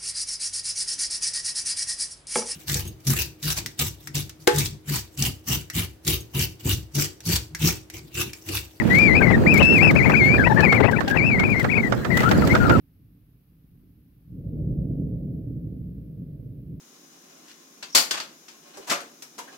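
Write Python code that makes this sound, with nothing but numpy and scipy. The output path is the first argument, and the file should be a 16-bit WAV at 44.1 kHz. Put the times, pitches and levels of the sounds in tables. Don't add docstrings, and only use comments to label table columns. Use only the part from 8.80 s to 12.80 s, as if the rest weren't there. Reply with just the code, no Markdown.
import sys
import numpy as np
from scipy import signal
from scipy.fft import rfft, irfft
from scipy.io import wavfile
from scipy.ndimage import uniform_filter1d

SR = 44100
rng = np.random.default_rng(int(sys.argv[2]) if len(sys.argv) > 2 else 0)


def unload_audio(sound):
    columns = np.transpose(np.atleast_2d(sound))
    steps = np.round(np.clip(columns, -1, 1) * 32767)
    wavfile.write(sys.argv[1], SR, steps.astype(np.int16))


N = 176400
TIME_S = np.arange(N) / SR

# (time [s], body level [dB], fizz level [dB])
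WATER_LEVELS = [(0.0, -51.5, -77), (0.46, -53.5, -57), (0.98, -50.5, -58), (1.96, -51.5, -59),
                (2.07, -53.5, -62.5), (2.52, -56.5, -62.5), (2.73, -54, -59.5), (3.3, -54, -58),
                (3.55, -46, -52.5), (4.0, -48, -56.5)]
# (centre [s], length [s], level [dB])
SPRAY_SHEETS = [(0.177, 0.3, -35.5), (0.78, 0.05, -32.5), (0.846, 0.033, -32), (0.962, 0.12, -36.5),
                (1.457, 0.094, -37), (1.949, .06, -44), (2.298, 0.036, -30), (2.648, 0.11, -49),
                (2.823, 0.057, -39), (3.41, 0.12, -32.5), (3.519, 0.037, -39), (3.737, 0.11, -39)]
# (time [s], unused, slap [dB], splash [dB], spray [dB], left minus right [dB])
HULL_WAVES = [(0.102, -19, -40, -39, -60, -4), (0.152, -30, -49, -34, -41, -6),
              (0.184, -28, -36, -34, -37.5, -3), (0.739, -18, -30.5, -39, -30.5, 0),
              (0.777, -12.5, -36, -35, -33, 4), (0.829, -19, -50, -31.5, -57, -11),
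              (0.979, -25, -48, -50, -39, -8), (1.109, -7, -28, -33.5, -40, 3.5),
              (1.297, -22.5, -22, -38, -43, 2), (1.541, -20, -30, -43, -64, -6),
              (1.805, -20.5, -34, -34.5, -45, -11), (1.924, -13, -21.5, -28.5, -43.5, -3.5),
              (2.113, -26, -52, -40, -43.5, -7), (2.206, -16, -28.5, -38.5, -63, -12.5),
              (2.279, -24, -51, -33.5, -49, -15), (2.309, -16, -47, -39, -43, -6),
              (2.597, -18, -27.5, -31.5, -45, -6.5), (2.796, -35, -36, -35, -39, 0),
              (2.844, -17.5, -23, -35.5, -57, -6), (3.123, -13, -25.5, -31.5, -57, -7.5),
              (3.248, -3, -28.5, -36.5, -67, -8), (3.371, -21.5, -29, -29.5, -31, -7.5),
              (3.404, -25.5, -27.5, -32, -38, -4), (3.434, -14, -24.5, -38, -45, -7),
              (3.49, -19, -52, -37, -42, -11), (3.513, -9.5, -21, -24.5, -36.5, -4.5),
              (3.673, -25, -31.5, -32.5, -35.5, -7), (3.751, -22, -23, -29.5, -63, -10.5),
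              (3.896, -11.5, -26, -35, -53, -17)]
# (frequency [Hz], level [dB])
WASH_SPECTRUM = [(100, 7), (500, 14), (1000, -8.5), (1600, 8), (2200, -6.5), (3000, -10), (4500, -9.5),
                 (6000, -16.5), (7800, -23), (9500, -28), (16000, -22)]
FIZZ_SPECTRUM = [(1000, -31), (5000, 3.5), (7800, 5.5), (9500, -5), (12500, 2.5), (16000, 0.5)]
SHEET_SPECTRUM = [(600, -24), (1800, 6.5), (3000, 0), (5000, -9.5), (7800, -11.5), (9500, -16.5),
                  (12500, -14), (16000, -13)]
SLAP_SPECTRUM = [(100, -21.5), (600, 3), (1000, -2.5), (1400, 2.5), (1900, -5), (2800, -19.5), (5000, -31),
                 (16000, -56)]
SPLASH_SPECTRUM = [(500, -51), (1800, 7.5), (3000, 5), (4500, 0.5), (6000, -5), (7800, -10), (9500, -25),
                   (16000, -35)]
# (time [s], level [dB], left minus right [dB])
WIND_LEVELS = [(0.0, -24, 12), (0.041, -22.5, -8.5), (0.499, -17, 9.5), (0.64, -17.5, -9), (0.72, -19, -1),
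               (0.81, -17, 5), (0.858, -24, -15), (1.0, -20, -3.5), (1.02, -17, 5), (1.349, -21, 7.5),
               (1.41, -21.5, -11), (1.85, -20.5, 10.5), (1.92, -21.5, -5), (2.06, -18, 16.5),
               (2.22, -28.5, 2.5), (2.35, -23, 9), (2.6, -23.5, -4.5), (2.67, -23.5, 2), (2.8, -27, 3),
               (3.17, -25.5, -2.5), (3.26, -35, -2), (3.309, -21, 10.5), (3.38, -25, -0.5),
               (3.49, -19.5, 10.5), (3.58, -18.5, -5), (3.81, -20.5, 4.5), (3.929, -19.5, -9.5),
               (4.0, -17, 2)]
# (centre [s], length [s], level [dB])
EDDIES = [(0.422, 0.023, -14), (0.512, 0.026, -11.5), (0.814, 0.018, -6), (1.042, 0.032, -18.5),
          (1.162, 0.0062, -8), (1.26, 0.034, -15.5), (1.673, 0.0083, -8), (1.796, 0.048, -15),
          (1.846, 0.018, -14), (1.951, 0.044, -16), (2.009, 0.016, -4.5), (2.052, 0.02775, -0.5),
          (2.085, 0.013, -8.5), (2.362, 0.028, -14), (2.637, 0.0094, -10), (2.978, 0.031, -19.5),
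          (3.623, 0.0079, -12.5), (3.906, 0.018, -13)]
# (frequency [Hz], level [dB])
RUMBLE_SPECTRUM = [(20, -43), (40, -15), (75, -4), (120, 0.5), (224, -1), (400, -9), (650, -17),
                   (900, -23.5), (1400, -30), (2500, -38.5), (6000, -66)]
EDDY_SPECTRUM = [(30, -32), (90, 3), (200, -10), (450, -7), (900, -12.5), (1400, -18.5), (2400, -22),
                 (3200, -35), (8000, -63), (16000, -62)]
KICK_SPECTRUM = [(80, -19), (450, -1.5), (2300, -12.5), (3200, -37), (8000, -62)]
RUSH_SPECTRUM = [(300, -25), (800, 6.5), (1300, -12), (1700, 0), (2500, -24), (2800, -16), (3200, -29),
                 (8000, -59), (16000, -70)]
# (start [s], length [s], pitch [Hz], level [dB], half-pitch level [dB])
RASP_BURSTS = [(1.662, 0.021, 1907, -14.5, -19.5), (1.7, 0.032, 1688, -21.5, -14.5),
               (1.766, 0.049, 1740, -15.5, -27.5), (1.83, 0.014, 1750, -16.5, -16),
               (2.083, 0.02, 1900, -15.5, -17), (2.105, 0.044, 1710, -34, -32.5),
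               (2.184, 0.013, 1737, -19, -22.5), (2.276, 0.019, 1630, -24.5, -23),
               (2.359, 0.016, 1866, -20, -37)]
# (time [s], pitch [Hz], level [dB])
LOW_REGISTER = [
    [(0.403, 1550, -27), (0.411, 1608, -20.5), (0.43, 1570, -22.5)],
    [(1.334, 1660, -16.5), (1.348, 1462, -25)],
    [(1.577, 1605, -35), (1.585, 1775, -16), (1.647, 1406, -26.5)],
    [(2.129, 1738, -19.5), (2.153, 1369, -29.5), (2.168, 1610, -50)],
    [(2.307, 1680, -20.5), (2.341, 1670, -27), (2.352, 1770, -22)],
    [(3.428, 1234, -29), (3.46, 1298, -21.5), (3.495, 1460, -22.5)],
    [(3.621, 1341, -31), (3.629, 1364, -28.5), (3.65, 1200, -26)],
    [(3.735, 1350, -22), (3.763, 1523, -26), (3.768, 1482, -16)],
    [(3.803, 1440, -22.5), (3.86, 1380, -23.5), (3.89, 1200, -30), (3.915, 1406, -19), (3.972, 1303, -25.5)],
]
HIGH_REGISTER = [
    [(0.0, 2057, -14), (0.022, 1820, -37.5)],
    [(0.102, 1944, -25), (0.114, 1940, -19), (0.206, 2392, -16), (0.272, 2323, -18.5), (0.302, 2030, -19),
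     (0.34, 2060, -19.5), (0.368, 2506, -16.5), (0.398, 2495, -23.5)],
    [(0.422, 2323, -24), (0.436, 2190, -20), (0.508, 1975, -25), (0.524, 2217, -27), (0.54, 1860, -23.5),
     (0.558, 1870, -18.5)],
    [(0.663, 1897, -16), (0.677, 2370, -18.5), (0.725, 2590, -18), (0.735, 2346, -21.5),
     (0.781, 2177, -18.5), (0.8, 2620, -19.5), (0.811, 3050, -24.5), (0.823, 2600, -17),
     (0.935, 2704, -18.5), (0.977, 2450, -18.5), (0.992, 2046, -19.5), (1.037, 2670, -16),
     (1.091, 2490, -17), (1.112, 2007, -21)],
    [(1.155, 2140, -25), (1.173, 2610, -21.5), (1.211, 1970, -19.5), (1.247, 2543, -23.5),
     (1.259, 2100, -20.5), (1.289, 2280, -26), (1.308, 1827, -22.5), (1.325, 2653, -24),
     (1.353, 2205, -17.5), (1.369, 2543, -21), (1.423, 2115, -17.5), (1.511, 2270, -20),
     (1.545, 2443, -20.5), (1.572, 2387, -22.5)],
    [(1.635, 2044, -26), (1.651, 2450, -21), (1.672, 2760, -36)],
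    [(1.812, 2590, -40), (1.848, 2570, -15), (1.874, 1980, -23), (1.902, 2290, -19.5), (1.938, 2100, -20),
     (1.958, 2454, -24), (1.986, 2010, -19.5), (2.0, 2003, -41)],
    [(2.025, 1925, -24), (2.067, 2536, -26.5), (2.08, 2593, -23)],
    [(2.158, 2238, -36), (2.172, 2462, -21), (2.184, 2693, -47)],
    [(2.37, 2607, -21), (2.403, 2194, -22), (2.478, 2648, -22), (2.552, 2150, -22.5), (2.582, 1917, -31),
     (2.59, 2240, -21), (2.63, 2110, -26.5), (2.656, 2550, -23), (2.674, 2306, -30.5), (2.716, 2430, -24),
     (2.75, 2077, -24), (2.802, 2140, -28), (2.82, 1920, -23.5)],
    [(2.891, 1890, -24.5), (2.917, 2634, -23), (2.937, 2170, -22), (2.969, 2590, -25), (2.983, 2150, -18.5),
     (3.001, 2290, -28), (3.01, 2150, -23)],
    [(3.032, 2056, -23.5), (3.085, 1900, -30.5)],
    [(3.305, 1876, -21), (3.317, 2087, -24.5), (3.343, 1930, -24), (3.415, 2017, -28.5)],
    [(3.7, 2050, -22), (3.732, 2174, -21.5)],
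]
# (multiple of pitch, base level [dB])
WHISTLE_OVERTONES = [(2, -30.5), (3, -42)]

JITTER_RATE_HZ, FLUTTER_RATE_HZ = 110, 220


def amp(db):
    return 10 ** (np.asarray(db) / 20)


def unit(x):
    return x / np.sqrt(np.mean(x ** 2) + 1e-20)


def add(mix, start_s, sound):
    part = mix[..., max(round(start_s * SR), 0):][..., :sound.shape[-1]]
    part += sound[..., :part.shape[-1]]


def colour(x, spectrum):
    n = x.shape[-1]
    hz, db = np.transpose(sorted(spectrum))
    gain = amp(np.interp(np.log(np.fft.rfftfreq(n, 1 / SR) + 1), np.log(hz + 1), db))
    return unit(irfft(rfft(x) * gain, n))


def wander(rate_hz):
    rolloff = 1 + (np.fft.rfftfreq(N, 1 / SR) / rate_hz) ** 4
    return unit(irfft(rfft(rng.standard_normal(N)) / rolloff, N))


def flicker_noise(spectrum, depth_db, rate_hz):
    return colour(rng.standard_normal(N) * amp(depth_db * wander(rate_hz)), spectrum)


def gate(start_s, end_s, edge_s=0.014):
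    inside_s = np.minimum(TIME_S - start_s, end_s - TIME_S)
    return np.sin(np.pi / 2 * np.clip(inside_s / edge_s + .5, 0, 1)) ** 2


def swells(events):
    return sum(amp(db) * np.exp(-(2 * (TIME_S - at_s) / length_s) ** 2) for at_s, length_s, db in events)


def patter(per_s, spread_db=5):
    hits = rng.random((2, N)) < per_s / SR
    return hits * amp(spread_db * np.minimum(rng.exponential(1, (2, N)), 2.6))


def wash(body_gain_db=18.5, fizz_gain_db=6, patch_db=5.5):
    time_s, body_db, fizz_db = np.transpose(WATER_LEVELS)
    bins = signal.stft(rng.standard_normal((2, N)), nperseg=512)[2]
    patches = uniform_filter1d(rng.standard_normal(bins.shape[1:]), size=7, axis=0)
    patches = unit(uniform_filter1d(patches, size=6, axis=1))
    churn = signal.istft(bins * amp(patch_db * patches), nperseg=512)[1][:, :N]
    body = colour(churn, WASH_SPECTRUM) * amp(np.interp(TIME_S, time_s, body_db) + body_gain_db)
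    fizz = colour(rng.standard_normal((2, N)), FIZZ_SPECTRUM)
    return body + fizz * amp(np.interp(TIME_S, time_s, fizz_db) + fizz_gain_db)


def bubbles_and_drops(bubbles_per_s=650, pitches=20, decay_cycles=0.54, tick_decay_s=0.00091):
    t, bubbles = TIME_S[:SR // 25], 0
    for hz in np.geomspace(1000, 2200, pitches):
        cycles = hz * t
        ring = np.sin(2 * np.pi * cycles) * np.exp(-cycles / decay_cycles)
        bubbles += signal.oaconvolve(patter(bubbles_per_s / pitches), ring[None], axes=1)[:, :N]
    tick_envelope = signal.lfilter([1], [1, -np.exp(-1 / (tick_decay_s * SR))], patter(per_s=61))
    tick_envelope = tick_envelope + .5 * tick_envelope[::-1]
    ticks = colour(tick_envelope * rng.standard_normal((2, N)), FIZZ_SPECTRUM)
    time_s, body_db, _ = np.transpose(WATER_LEVELS)
    return (amp(-42) * unit(bubbles) + amp(-54) * ticks) * unit(amp(np.interp(TIME_S, time_s, body_db)))


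def bow_spray():
    grains = [flicker_noise(SHEET_SPECTRUM, depth_db=6, rate_hz=340) for side in range(2)]
    return swells(SPRAY_SHEETS) * np.array(grains)


def burst(spectrum, rise_s, decay_s):
    t = TIME_S[:SR // 8]
    noise = colour(rng.standard_normal((2, len(t))), spectrum)
    return noise * (1 - np.exp(-t / rise_s)) ** 2 * np.exp(-t / decay_s)


def hull_slaps(splash_rise_s=0.0018):
    out = np.zeros((2, N))
    for time_s, _, slap_db, splash_db, spray_db, pan_db in HULL_WAVES:
        slap = amp(slap_db + 10.5) * burst(SLAP_SPECTRUM, rise_s=0.0016, decay_s=0.011)
        splash = amp(splash_db + 12) * burst(SPLASH_SPECTRUM, splash_rise_s, decay_s=0.0048)
        spray = amp(spray_db + 12) * burst(FIZZ_SPECTRUM, rise_s=0.0027, decay_s=0.0055)
        add(out, time_s - splash_rise_s, (slap + splash + spray) * amp([[pan_db / 2], [-pan_db / 2]]))
    return out


def left_bias():
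    time_s, _, pan_db = np.transpose(WIND_LEVELS)
    return amp(.4 * np.interp(TIME_S, time_s, pan_db))


def turbulence_kicks(base_per_s=30, length_s=.007):
    impulses = (rng.random(N) < base_per_s * left_bias() / SR) * np.sqrt(rng.random(N))
    return np.minimum(signal.oaconvolve(impulses, np.hanning(round(length_s * SR)), "same"), 1)


def wind(kicks, gain_db=3):
    time_s, level_db, pan_db = np.transpose(WIND_LEVELS)
    left_db = np.interp(TIME_S, time_s, pan_db) / 2
    sides = amp([left_db, -left_db])
    sides /= np.sqrt(np.mean(sides ** 2, axis=0))
    out = np.array([flicker_noise(RUMBLE_SPECTRUM, depth_db=2, rate_hz=33) for side in sides])
    out[0] += amp(-1) * kicks ** 2 * colour(rng.standard_normal(N), KICK_SPECTRUM)
    out *= sides * amp(np.interp(TIME_S, time_s, level_db) + gain_db)
    out[0] += swells(EDDIES) * colour(rng.standard_normal(N), EDDY_SPECTRUM)
    return out


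def rasps(jitter=0.0415, flutter_db=2, fifth_db=-25):
    out = np.zeros(N)
    clock_s = np.cumsum(1 + jitter * wander(JITTER_RATE_HZ)) / SR
    for start_s, length_s, hz, db, half_db in RASP_BURSTS:
        phase = 2 * np.pi * hz * clock_s
        half, main, fifth = (np.sqrt(2) * np.sin(k * phase) for k in (.5, 1, 1.5))
        tone = amp(half_db) * half + amp(db) * (main + amp(fifth_db) * fifth)
        out += gate(start_s, start_s + length_s) * tone
    return out * amp(flutter_db * wander(FLUTTER_RATE_HZ))


def whistle(gusts, kicks, min_turbulence=0, jitter=.012, kick_sag=.06):
    time_s, pitch_hz, db = np.transpose(sorted(row for gust in gusts for row in gust))
    level_db = np.interp(TIME_S, time_s, db)
    sounding = sum(gate(gust[0][0], gust[-1][0]) for gust in gusts)
    turbulence = np.maximum(left_bias(), min_turbulence) + 2 * swells(EDDIES)
    bend = 1 + turbulence * (jitter * wander(JITTER_RATE_HZ) - kick_sag * kicks)
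    phase = 2 * np.pi * np.cumsum(np.interp(TIME_S, time_s, pitch_hz) * bend) / SR
    overtones = sum(amp(base_db) * np.sin(k * phase) for k, base_db in WHISTLE_OVERTONES)
    brightness_db = 2.5 * wander(FLUTTER_RATE_HZ) + 0.46 * (level_db + 21.5)
    tone = unit(np.sin(phase) + overtones * amp(brightness_db))
    sputter_db = turbulence * (2.2 * np.tanh(wander(FLUTTER_RATE_HZ)) - 12 * kicks)
    rush = amp(-23.5) * flicker_noise(RUSH_SPECTRUM, depth_db=9, rate_hz=JITTER_RATE_HZ)
    return sounding * amp(level_db) * (amp(sputter_db) * tone + turbulence * rush)


def scene(right_leak_db=-39):
    kicks = turbulence_kicks()
    high = amp(6) * whistle(HIGH_REGISTER, kicks)
    low = amp(5) * whistle(LOW_REGISTER, kicks, min_turbulence=1.6)
    edge_tone = (high + low + rasps()) * amp([[0], [right_leak_db]])
    return edge_tone + wind(kicks) + wash() + hull_slaps() + bow_spray() + bubbles_and_drops()


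def record(dry, limit_db=-8.5, recovery_db_per_s=121, cutoff_hz=15950):
    power = abs(uniform_filter1d(dry ** 2, size=300, axis=1)).max(0)
    fall_db = TIME_S * recovery_db_per_s
    held_db = np.maximum.accumulate(10 * np.log10(power + 1e-12) + fall_db) - fall_db
    duck_db = uniform_filter1d(np.maximum(held_db - limit_db, 0), size=150)
    ducked = np.clip(dry / amp(duck_db), -1, 1)
    lowpass = signal.firwin(511, cutoff_hz, window=("kaiser", 9), fs=SR)
    return signal.oaconvolve(ducked, lowpass[None], "same")


dry = scene()
out = record(dry)
unload_audio(out)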